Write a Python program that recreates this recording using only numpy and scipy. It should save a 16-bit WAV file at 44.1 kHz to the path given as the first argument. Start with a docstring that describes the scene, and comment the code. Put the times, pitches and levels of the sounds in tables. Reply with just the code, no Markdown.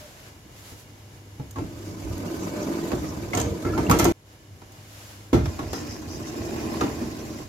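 """Inside a standing tram, over a low hum and ventilation: the electric doors unlock, roll shut and
pull into their seals with a clatter of steel latches. The slam breaks off abruptly. After a pause the
lock lets go with a thump, and the leaves roll open and knock against their end stops. Blows ring the
leaves, panels and fittings; rollers drum, a guide scrapes, and the seals and loaded drive squeak."""
import sys
import numpy as np
from scipy import signal
from scipy.fft import rfft, irfft, next_fast_len
from scipy.io import wavfile
from scipy.ndimage import uniform_filter1d

SR = 44100
rng = np.random.default_rng(int(sys.argv[2]) if len(sys.argv) > 2 else 0)


def output_pcm(signal):
    """Save a mono or channel-first signal as 16-bit PCM at the path in sys.argv[1].

    Samples are clipped to [-1, 1] before scaling.
    """
    pcm = np.clip(np.atleast_2d(signal).T, -1, 1) * 32767
    wavfile.write(sys.argv[1], SR, np.round(pcm).astype(np.int16))


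N = 329868
BREAK_S = 4.123  # the slam cuts off here

# Hits on the door leaves: (time [s], level [dB], hardness [0-1], looseness [dB],
# pitch of the struck fitting [Hz], its ring against the hit [dB])
DOOR_HITS = [(0.45, -48.5, .25, -2, 300, 3), (0.72, -43.5, 0.5, 0, 98, 13),
             (1.396, -31, 0.4, -6, 135, 15.5), (1.397, -40.5, 0.3, -4, 846, 3.5),
             (1.558, -31, 0.72, 3, 1077, -0.5), (1.584, -29.5, 0.7, -4.5, 880, -2),
             (1.609, -30, 0.14, -4, 305, 7.5), (2.549, -38, .5, 4, 610, -4),
             (2.916, -25.5, 0.77, -16, 1110, -5), (2.93, -21, 0.5, -11.5, 598, 0),
             (3.333, -26.5, 0.8, -19, 2110, 10), (3.336, -25, 0.94, 9, 704, 0),
             (3.37, -22, 0.9, 12, 465, -1.5), (3.648, -20, 0.53, 5, 1354, -17),
             (3.739, -27.5, 0.04, 0, 102, -2), (3.776, -19, .72, 1, 912, -4),
             (3.896, -15, 0.83, -8.5, 968, -1), (3.899, -17.5, 0.18, -24, 199, 13),
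             (3.904, -33, 0.4, 10, 70, 15), (3.911, -16.5, 0.81, -3.5, 1140, 3.5),
             (3.913, -17, 0.86, 0, 1283, 0), (3.992, -16.5, 0.93, 12, 2077, -12),
             (4.051, -14, 0.73, -5.5, 715, 1.5), (4.056, -26.5, .4, 13, 338, 12.5),
             (4.501, -56.5, 0.16, 13, 94.7, 19.5), (4.617, -43.5, 0.83, -11, 990, -2),
             (5.329, -12.5, 0.49, -5, 284, 4.5), (5.331, -27.5, 1, 1, 3500, -9.5),
             (5.341, -13, 0.49, -3, 340, 0), (5.345, -22.5, 0.23, 6, 111, 9),
             (5.456, -32, 0.93, -12.5, 5570, -5), (5.59, -25, 0.72, -2, 1097, -3),
             (5.731, -29.5, 0.96, -6, 377, 6), (6.809, -16.5, 0.74, -6, 1220, -3.5),
             (6.834, -21.5, 0.56, -7, 287, -7), (7.015, -26, 0.56, -3, 240, 9.5)]
# Tone of the rattling panels: (frequency [Hz], level [dB])
PANEL_TONE = [(40, -13), (70, 3.5), (150, 4.5), (230, 4.5), (330, 9), (520, -4), (1200, -10), (1700, -14),
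              (3000, -24.5), (5000, -28.5), (7000, -29), (8300, -40.5), (12500, -36), (16000, -47)]
def knocks(ring_db=-7, tail_db=-6, burst_t60=0.047, attack_s=0.0012, rebound_s=0.028):
    """Each hit and its soft rebound ring the leaf and panels; harder hits trade thud for crack."""
    out, t = np.zeros((2, N)), np.arange(SR // 3) / SR
    edges_hz = [(40, 200), (200, 700), (700, 2500), (2500, 16000)]
    bands = [signal.butter(3, edge, "band", fs=SR, output="sos") for edge in edges_hz]
    transient = t < .03
    rebounds = [(s + rebound_s, db - 10.5, 0.29, -10.5) for s, db, *_ in DOOR_HITS]
    for s, db, hardness, loose_db, *_ in list(DOOR_HITS) + rebounds:
        burst = noise(PANEL_TONE, len(t), ripple_db=5) * amp(-60 * t / burst_t60)
        ring = amp(tail_db) * cabin_tail(PANEL_TONE, len(t)) + amp(ring_db) * leaf_ring(t)
        hit = (burst + amp(loose_db) * ring) * (1 - np.exp(-t / attack_s))
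        thud_db, body_db = -21 * hardness, -6.5
        clack_db, crack_db = -30.5 + 26.5 * hardness, -47 + 37 * hardness
        for band, band_db in zip(bands, (thud_db, body_db, clack_db, crack_db)):
            layer = signal.sosfilt(band, hit)
            add(out, s, amp(db + band_db) * layer / layer[:, transient].std())
    return out * amp([[-.5], [.5]])


def fittings(t60=.14):
    """Each hit singles out one panel or fitting, which booms or pings; loose ones ring longer."""
    out = np.zeros((2, N))
    for s, db, _, loose_db, hz, ring_db in DOOR_HITS:
        add(out, s, amp(db + ring_db) * ping(hz, t60 * amp(0.72 * loose_db)))
    return out


# Resonances of a door leaf: (frequency [Hz], level [dB], decay t60 [s])
LEAF_MODES = [(69.8, -6.5, 0.45), (95, -2, 0.14), (134.5, -25, 0.32), (177.4, -10.5, 0.31),
              (274.7, 5.5, 0.33), (334.8, -1, 0.27), (344.6, 1.5, 0.36), (442, -4, 0.29),
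              (460.7, -3.5, 0.34), (615, -13.5, 0.6), (716, -10, 0.17), (798, -13.5, 0.3), (950, -16, 0.36),
              (1146, -22, 0.17), (1234, -28, 0.76), (1345, -10.5, 0.29), (1518, -27, 0.11),
              (2120, -24, 0.43), (2240, -37, 0.29)]
def leaf_ring(t, scatter_db=1.5):
    """The struck leaf rings in damped modes, balanced a little differently on every hit."""
    hz, db, t60 = np.transpose(LEAF_MODES)
    modes = amp(db[:, None] - 60 * t / t60[:, None]) * np.exp(2j * np.pi * hz[:, None] * t)
    strength, lead = rng.standard_normal((2, len(hz)))
    apart = stereo_angle(hz) * np.sign(lead)
    return (amp(scatter_db * strength) * np.exp(1j * np.array([apart, -apart])) @ modes).imag


# Latch snaps: (time [s], level [dB], sheen above 9 kHz [dB])
LATCH_SNAPS = [(1.509, -32, 5), (2.179, -33, 7), (3.35, -15.5, -6), (3.373, -14, -4), (3.399, -14, -6),
               (3.413, -17.5, -7), (3.899, -17.5, 14), (3.911, -10, 3), (3.988, -11, 2.5),
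               (3.9959, -9.5, 3.5), (4.043, -10, 5), (4.0524, -15, 0), (4.72, -39, 3), (5.731, -23, 1),
               (7.252, -43, -6)]
# Tone of the steel latches: (frequency [Hz], level [dB])
STEEL_TONE = [(1760, -53), (3000, -9.5), (3650, -15.5), (4660, -13), (5400, -12), (6570, 0), (7100, -7.5),
              (7720, -8), (9800, -17.5), (13300, -12.5), (13900, -18), (15200, -15), (16000, -51)]
def latches(gain_db=-6, snap_t60=0.032, tail_db=-19, attack_s=0.00078):
    """Steel latches snap with a short bright ring that the cabin carries on."""
    out, t = np.zeros((2, N)), np.arange(SR // 4) / SR
    for s, db, sheen_db in LATCH_SNAPS:
        tone = [(hz, level + sheen_db * (hz > 9000)) for hz, level in STEEL_TONE]
        snap = noise(tone, len(t), ripple_db=4) * amp(-60 * t / snap_t60)
        tail = amp(tail_db) * cabin_tail(tone, len(t))
        add(out, s, amp(db + gain_db) * (snap + tail) * (1 - np.exp(-t / attack_s)))
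    return out * amp([[-1], [1]])


# Pace of the closing leaves: (time [s], speed [dB])
CLOSING_SPEED = [(1.55, -17), (1.75, -12.5), (2.0, -7.5), (2.3, -1.5), (2.8, 1.5), (3.25, -4), (3.6, -5),
                 (3.85, 0.5), (4.12, -5)]
# Roller drumming on the way shut: (frequency [Hz], level [dB])
CLOSING_TONE = [(90, -53), (150, -3), (195, -1.5), (250, -2.5), (320, 2), (400, -5.5), (520, -11),
                (600, -8), (700, -14), (1000, -37), (2200, -85)]
def roll_shut():
    """The drive pulls the leaves shut, with a last push into the seals."""
    return travel(CLOSING_SPEED, CLOSING_TONE, roll_db=-31.5, rail_db=-42.5, slide_db=-44,
                  shudder_db=-45.5, motor_hz=329.4, motor_db=-8, uneven_db=1, guide_db=-22)


# Pace of the opening leaves; the last point is a quick fade-out as the sound ends:
# (time [s], level [dB])
OPENING_RIDE = [(5.42, -7), (5.66, -9.5), (5.79, -3.5), (6.05, -8), (6.45, -1.5), (6.75, 2), (7.1, -4.5),
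                (7.42, -6), (7.48, -19)]
# Roller drumming on the way open: (frequency [Hz], level [dB])
OPENING_TONE = [(90, -32), (135, -0.5), (175, -9.5), (235, 3), (270, -3.5), (310, 1), (390, -2.5),
                (530, -12.5), (610, -7.5), (750, -15), (1000, -26), (2200, -83)]
def roll_open():
    """The leaves run back with a lower motor note and more rub from the guide."""
    return travel(OPENING_RIDE, OPENING_TONE, roll_db=-32, rail_db=-41.5, slide_db=-43.5,
                  shudder_db=-41, motor_hz=311.5, motor_db=-4.5, uneven_db=0.1, guide_db=-7.5)


# Tones of frame shudder, rail rattle, belt and brush hiss, guide rub: (frequency [Hz], level [dB])
FRAME_TONE = [(22, -40), (42, -18), (70, -4), (105, -3), (140, -12), (400, -100)]
RAIL_TONE = [(300, -60), (750, 4), (1000, 0.5), (1400, -3), (2000, -6.5), (3000, -13), (4500, -31),
             (9000, -60)]
SLIDE_TONE = [(1000, -1), (3000, -4.5), (3700, -3.5), (4400, -1), (6200, -2), (7300, -1), (8200, -11),
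              (10000, -10), (12200, -7.5), (14000, -11.5), (16000, -19)]
GUIDE_TONE = [(3800, -42), (4900, -16), (5300, -6), (5800, -9), (6500, -10.5), (7400, -20), (8500, -38)]
def travel(pace, roller_tone, roll_db, rail_db, slide_db, shudder_db,
           motor_hz, motor_db, uneven_db, guide_db):
    """Rollers drum and rattle with speed and strain; belt, brushes and guide hiss with speed."""
    start, speed = pace[0][0], fader(pace)
    groan, shudder = strain()
    roll_gain = amp(roll_db) * speed + groan
    rail_gain = amp(rail_db) * speed ** 1.03 + amp(-19) * groan
    slide_gain = amp(slide_db) * speed ** 0.62
    bumps_db = uneven_db * wobble(35)  # an uneven track shakes the contacts together
    drumming = roll_gain * amp(bumps_db) * grains(roller_tone, rate=2500, spread_db=0.3)
    frame = (amp(shudder_db) + shudder) * noise(FRAME_TONE)
    rattle = rail_gain * amp(bumps_db) * grains(RAIL_TONE, rate=2200, spread_db=1, ripple_db=7)
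    hiss = slide_gain * amp(.5 * bumps_db + 1.4 * wobble(120)) * noise(SLIDE_TONE, ripple_db=2.5)
    guide = slide_gain * amp(guide_db + 1.7 * wobble(25)) * noise(GUIDE_TONE, ripple_db=6.5)
    rumble = (drumming + frame) * amp([[-.8], [.8]])
    rubbing = patchy(rattle + (hiss + guide) * amp([[-.7], [.7]]))
    drone = roll_gain * amp(motor_db) * motor(motor_hz)
    return spin_up(start, rumble + rubbing + drone) + jiggle(start, rail_gain)


# Moments of load on the drive: (time [s], length [s], groan [dB], frame shudder [dB])
DRIVE_LOADS = [(1.567, 0.072, -39.5, -41), (2.036, .1, -63, -34), (2.92, 0.36, -63, -41),
               (3.345, 0.18, -34.5, -33), (3.653, 0.19, -37.5, -41), (3.88, 0.073, -25, -23.5),
               (4.011, 0.092, -28, -31), (5.413, 0.052, -47, -29), (5.614, 0.02, -39, -33),
               (6.405, 0.068, -52, -45)]
def strain(attack_s=.018, release_s=0.037):
    """Groan and shudder envelopes: the drive labours through a bend or against the seals."""
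    envelopes = []
    for s, length, *_ in DRIVE_LOADS:
        t = np.arange(N) / SR - s
        release = np.exp(-np.clip((t - length) / release_s, 0, 20))
        envelopes.append(np.clip(t / attack_s, 0, 1) * release)
    return amp([row[2:] for row in DRIVE_LOADS]).T @ np.array(envelopes)


def motor(hz, waver=.045, throb_db=3):
    """The drive drones unsteadily as its load changes."""
    phase = 2 * np.pi * np.cumsum(hz * (1 + waver * wobble(22))) / SR
    return unit(amp(throb_db * wobble(25)) * np.sin(phase + [[.3], [-.3]]))


def spin_up(start, sound, attack_s=0.036):
    """The drive's sound fades in as it starts to turn."""
    out = np.zeros((2, N))
    fade_in = np.clip((np.arange(N) / SR - start) / attack_s, 0, 1)
    add(out, start, (fade_in * sound)[:, round(start * SR):])
    return out


def patchy(pair, depth_db=2.5):
    """Contacts come and go, each lifting a narrow band for a moment."""
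    spectra = signal.stft(pair, nperseg=512)[2]
    patches = rng.standard_normal(spectra.shape[1:])
    for axis in (0, 1):
        patches = uniform_filter1d(patches, size=4, axis=axis)
    gain = unit(amp(depth_db * np.clip(unit(patches), -2, 2)))
    return signal.istft(spectra * gain, nperseg=512)[1][:, :N]


def jiggle(start, rail_gain, gain_db=-4.5, centre_hz=1398, octaves=.5, spread_db=4, count=80):
    """Small parts tick at random while the leaves travel, as loud as the rail shakes them."""
    out = np.zeros((2, N))
    times = rng.uniform(start, N / SR if start > BREAK_S else BREAK_S, count)
    for s, (pitch, size) in zip(times, np.clip(rng.standard_normal((count, 2)), -2, 2)):
        tick = ping(centre_hz * 2 ** (octaves * pitch), t60=0.08)
        add(out, s, rail_gain[int(s * SR)] * amp(gain_db + spread_db * size) * tick)
    return out


# Squeaks, mostly rubber seals and loaded drive: (time [s], length [s], pitch [Hz], level [dB])
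SQUEAK_CUES = [(0, 0.08, 597, -48), (2.525, 0.16, 595.6, -38), (3.42, 0.17, 465, -36.5),
               (3.633, 0.067, 1343, -39), (3.639, 0.068, 2120, -46), (3.651, 0.12, 1695, -47.5),
               (3.719, 0.056, 1353, -37.5), (3.864, 0.013, 2770, -38.5), (3.934, 0.086, 345, -27),
               (4.058, 0.075, 341, -23)]
def squeaks(waver=0.015, rough_db=3):
    """Stick and slip makes short unsteady tones."""
    out = np.zeros((2, N))
    for s, length, hz, db in SQUEAK_CUES:
        n = round(length * SR)
        phase = 2 * np.pi * np.cumsum(hz * (1 + waver * wobble(89, n))) / SR
        slips = unit(amp(rough_db * wobble(hz / 6, n)))  # the grip changes every few cycles
        add(out, s, amp(db) * np.sqrt(2) * slips * signal.windows.tukey(n, .7) * np.sin(phase))
    return out


# Spurts of scraping from the guide: (centre time [s], length [s], pitch [Hz], level [dB])
SCRAPE_CUES = [(1.9, 0.17, 5430, -54), (2.434, 0.09, 6100, -43), (2.629, 0.074, 5700, -43),
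               (2.77, .09, 5600, -52), (3.091, .09, 5500, -46), (5.766, .2, 5400, -41.5),
               (5.92, 0.23, 5300, -44.5), (6.133, 0.15, 5320, -43.5), (6.283, 0.076, 5800, -43),
               (6.466, 0.051, 5800, -46)]
def scrapes(rough_db=0.5, guide_hz=5500):
    """The guide catches and slips, with a bright rasp that shifts pitch from spurt to spurt."""
    out = np.zeros((2, N))
    for s, length, hz, db in SCRAPE_CUES:
        n = round(length * SR)
        tone = [(f * hz / guide_hz, level) for f, level in GUIDE_TONE]
        slips = amp(rough_db * wobble(90, n))
        rasp = unit(slips * grains(tone, rate=2000, spread_db=1, ripple_db=6, n=n))
        add(out, s - length / 2, amp(db) * signal.windows.hann(n) * rasp)
    return out


# Tones of the low rumble and the ventilation: (frequency [Hz], level [dB])
RUMBLE_TONE = [(15, -51), (25, -30), (38, -5.5), (70, -0.5), (97, 0.5), (150, -3), (168, -8.5), (288, -7.5),
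               (370, -10.5), (500, -18), (650, -36), (1100, -120)]
AIR_TONE = [(150, -42), (400, -12.5), (600, -6), (1000, -10.5), (1500, -11), (3500, -15.5), (7300, -17.5),
            (8300, -25), (12000, -21), (16000, -32)]
def room_tone(rumble_db=-50, air_db=-53, duck_db=-9, recover_s=0.22):
    """A bed of equipment rumble and ventilation that ducks at the break, then recovers."""
    since_break = np.arange(N) / SR - BREAK_S
    hush_db = duck_db * (since_break > 0) * np.exp(-np.abs(since_break) / recover_s)
    air = amp(air_db + .7 * wobble(14)) * noise(AIR_TONE, ripple_db=3)
    rumble = amp(rumble_db + 0.58 * wobble(12)) * noise(RUMBLE_TONE)
    return amp(hush_db) * (air + rumble)


# Partials of the electrical hum: (frequency [Hz], level [dB])
HUM_PARTIALS = [(101.5, -57), (300, -72), (329, -73), (409, -79), (490, -76)]
# Rise and fall of the hum: (time [s], gain [dB])
HUM_RIDE = [(0, -7.5), (1.2, 8.5), (1.8, 14.5), (4.2, 1), (5.3, 9.5), (7.48, -10)]
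def hum():
    """Electrical equipment hums in a few slightly wavering tones."""
    out, t = np.zeros(N), np.arange(N) / SR
    for hz, db in HUM_PARTIALS:
        gain = np.sqrt(2) * amp(db + 0.86 * wobble(12))
        out += gain * np.sin(2 * np.pi * hz * t + 0.83 * wobble(3.6))
    return fader(HUM_RIDE) * out


# Swells of hiss in the car: (centre time [s], half length [s], level [dB], tilt [dB/octave])
HISS_SWELLS = [(0.017, 0.095, -48, 1), (0.22, 0.076, -49.5, 0), (0.671, 0.084, -48.5, 2),
               (0.798, 0.026, -50.5, 3.5), (4.315, 0.041, -56, 0), (5.037, .16, -47.5, 1.5)]
def rushes(flutter_db=1):
    """Soft hiss swells and fades, some of it duller, some brighter."""
    out = np.zeros((2, N))
    for s, half, db, tilt in HISS_SWELLS:
        n = min(round((s + 3 * half) * SR), N)
        tone = [(hz, level + tilt * np.log2(hz)) for hz, level in AIR_TONE]
        bell = np.exp(-((np.arange(n) / SR - s) / half) ** 2 / 2)
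        out[:, :n] += amp(db + flutter_db * wobble(30, n)) * bell * noise(tone, n)
    return out


# Reverb of the cabin: (frequency [Hz], decay t60 [s])
CABIN_DECAY = [(60, 0.78), (300, 0.24), (1100, 0.35), (3000, 0.42), (7000, 0.37), (15000, 0.29)]
def cabin_tail(tone, n):
    """Dense ringing in which each frequency dies at the cabin's own speed."""
    hz, t, spectra = signal.stft(noise(tone, n, ripple_db=8.5), SR, nperseg=256)
    decay = amp(-60 * t / along(CABIN_DECAY, hz)[:, None])
    return signal.istft(spectra * decay, SR, nperseg=256)[1][:, :n]


# Stereo image of the cabin: (frequency [Hz], left-right correlation [-1 to 1])
STEREO_IMAGE = [(60, 0.91), (200, 0.99), (380, 0.81), (700, 0.42), (1200, -0.13), (2400, 0.056),
                (15000, 0.088)]
def stereo_angle(hz):
    """Mid/side angle in radians: bass sits in the centre, treble spreads wide."""
    return np.arccos(np.clip(along(STEREO_IMAGE, hz), -1, 1)) / 2


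def coloured(pair, tone, ripple_db, spacing_hz=55):
    """Two unrelated signals become an equalised stereo field of rms 1."""
    n = pair.shape[1]
    size = next_fast_len(n + 2048, real=True)
    hz = np.fft.rfftfreq(size, 1 / SR)
    angle = stereo_angle(hz)
    knots = np.clip(rng.standard_normal(1024), -1.6, 1.6)  # crowded resonances of panels and glass
    ripple = np.interp(hz / spacing_hz, np.arange(len(knots)), knots) * hz / (hz + 600)
    eq = amp(along(tone, hz) + ripple_db * ripple)
    mid, side = irfft(rfft(pair, size) * eq * [np.cos(angle), np.sin(angle)], size)[:, :n]
    return unit(np.array([mid + side, mid - side]))


def noise(tone, n=N, ripple_db=0):
    """Stereo noise with a given tone."""
    return coloured(rng.standard_normal((2, n)), tone, ripple_db)


def grains(tone, rate, spread_db, ripple_db=0, n=N):
    """Tiny contacts of uneven size, rate a second, ringing with a given tone."""
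    hits = (rng.random(n) < rate / SR) * amp(spread_db * np.clip(rng.standard_normal(n), -2, 2))
    return coloured(hits * rng.standard_normal((2, n)), tone, ripple_db)


def ping(hz, t60, flutter=0.59):
    """One small part rings out, trembling in its mount."""
    t = np.arange(int(t60 * SR) + 1) / SR
    apart = stereo_angle(hz) * rng.choice([-1, 1])
    phase = 2 * np.pi * hz * t + flutter * wobble(hz / 10, len(t))
    return amp(-60 * t / t60) * (1 - np.exp(-t * hz)) * np.sin(phase + [[apart], [-apart]])


def add(track, s, sound):
    """Mix a sound in at time s; whatever starts before the break ends there."""
    start = round(s * SR)
    end = round(BREAK_S * SR) if s < BREAK_S else N
    part = sound[..., :max(end - start, 0)]
    track[:, start:start + part.shape[-1]] += part


def amp(db):
    """Decibels to gain."""
    return 10 ** (np.asarray(db) / 20)


def unit(x):
    """Scale to rms 1."""
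    return x / np.sqrt(np.mean(x ** 2) + 1e-20)


def along(points, hz):
    """Read a (frequency [Hz], value) curve on a log axis."""
    freqs, values = np.transpose(points)
    return np.interp(np.log(hz + 1), np.log(freqs + 1), values)


def fader(points):
    """A (time [s], level [dB]) curve as one gain per sample."""
    return amp(np.interp(np.arange(N) / SR, *np.transpose(points)))


def wobble(rate, n=N):
    """A smooth random curve, rate knots a second."""
    fine = signal.resample_poly(rng.standard_normal(int(n * rate / SR) + 4), 10, 1)
    return np.interp(np.arange(n) * rate * 10 / SR, np.arange(len(fine)), fine)


def scene():
    """The doors shut and reopen over the bed of the humming car."""
    doors = roll_shut() + roll_open() + scrapes() + knocks() + latches() + squeaks() + fittings()
    return doors + hum() + room_tone() + rushes()


def record(dry):
    """A brick-wall low-pass trims the very top of the mix."""
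    size, top_hz = next_fast_len(N + 8192), 15850
    passband = np.fft.rfftfreq(size, 1 / SR) < top_hz
    return irfft(rfft(dry, size) * passband, size)[:, :N]


dry = scene()
out = record(dry)
output_pcm(out)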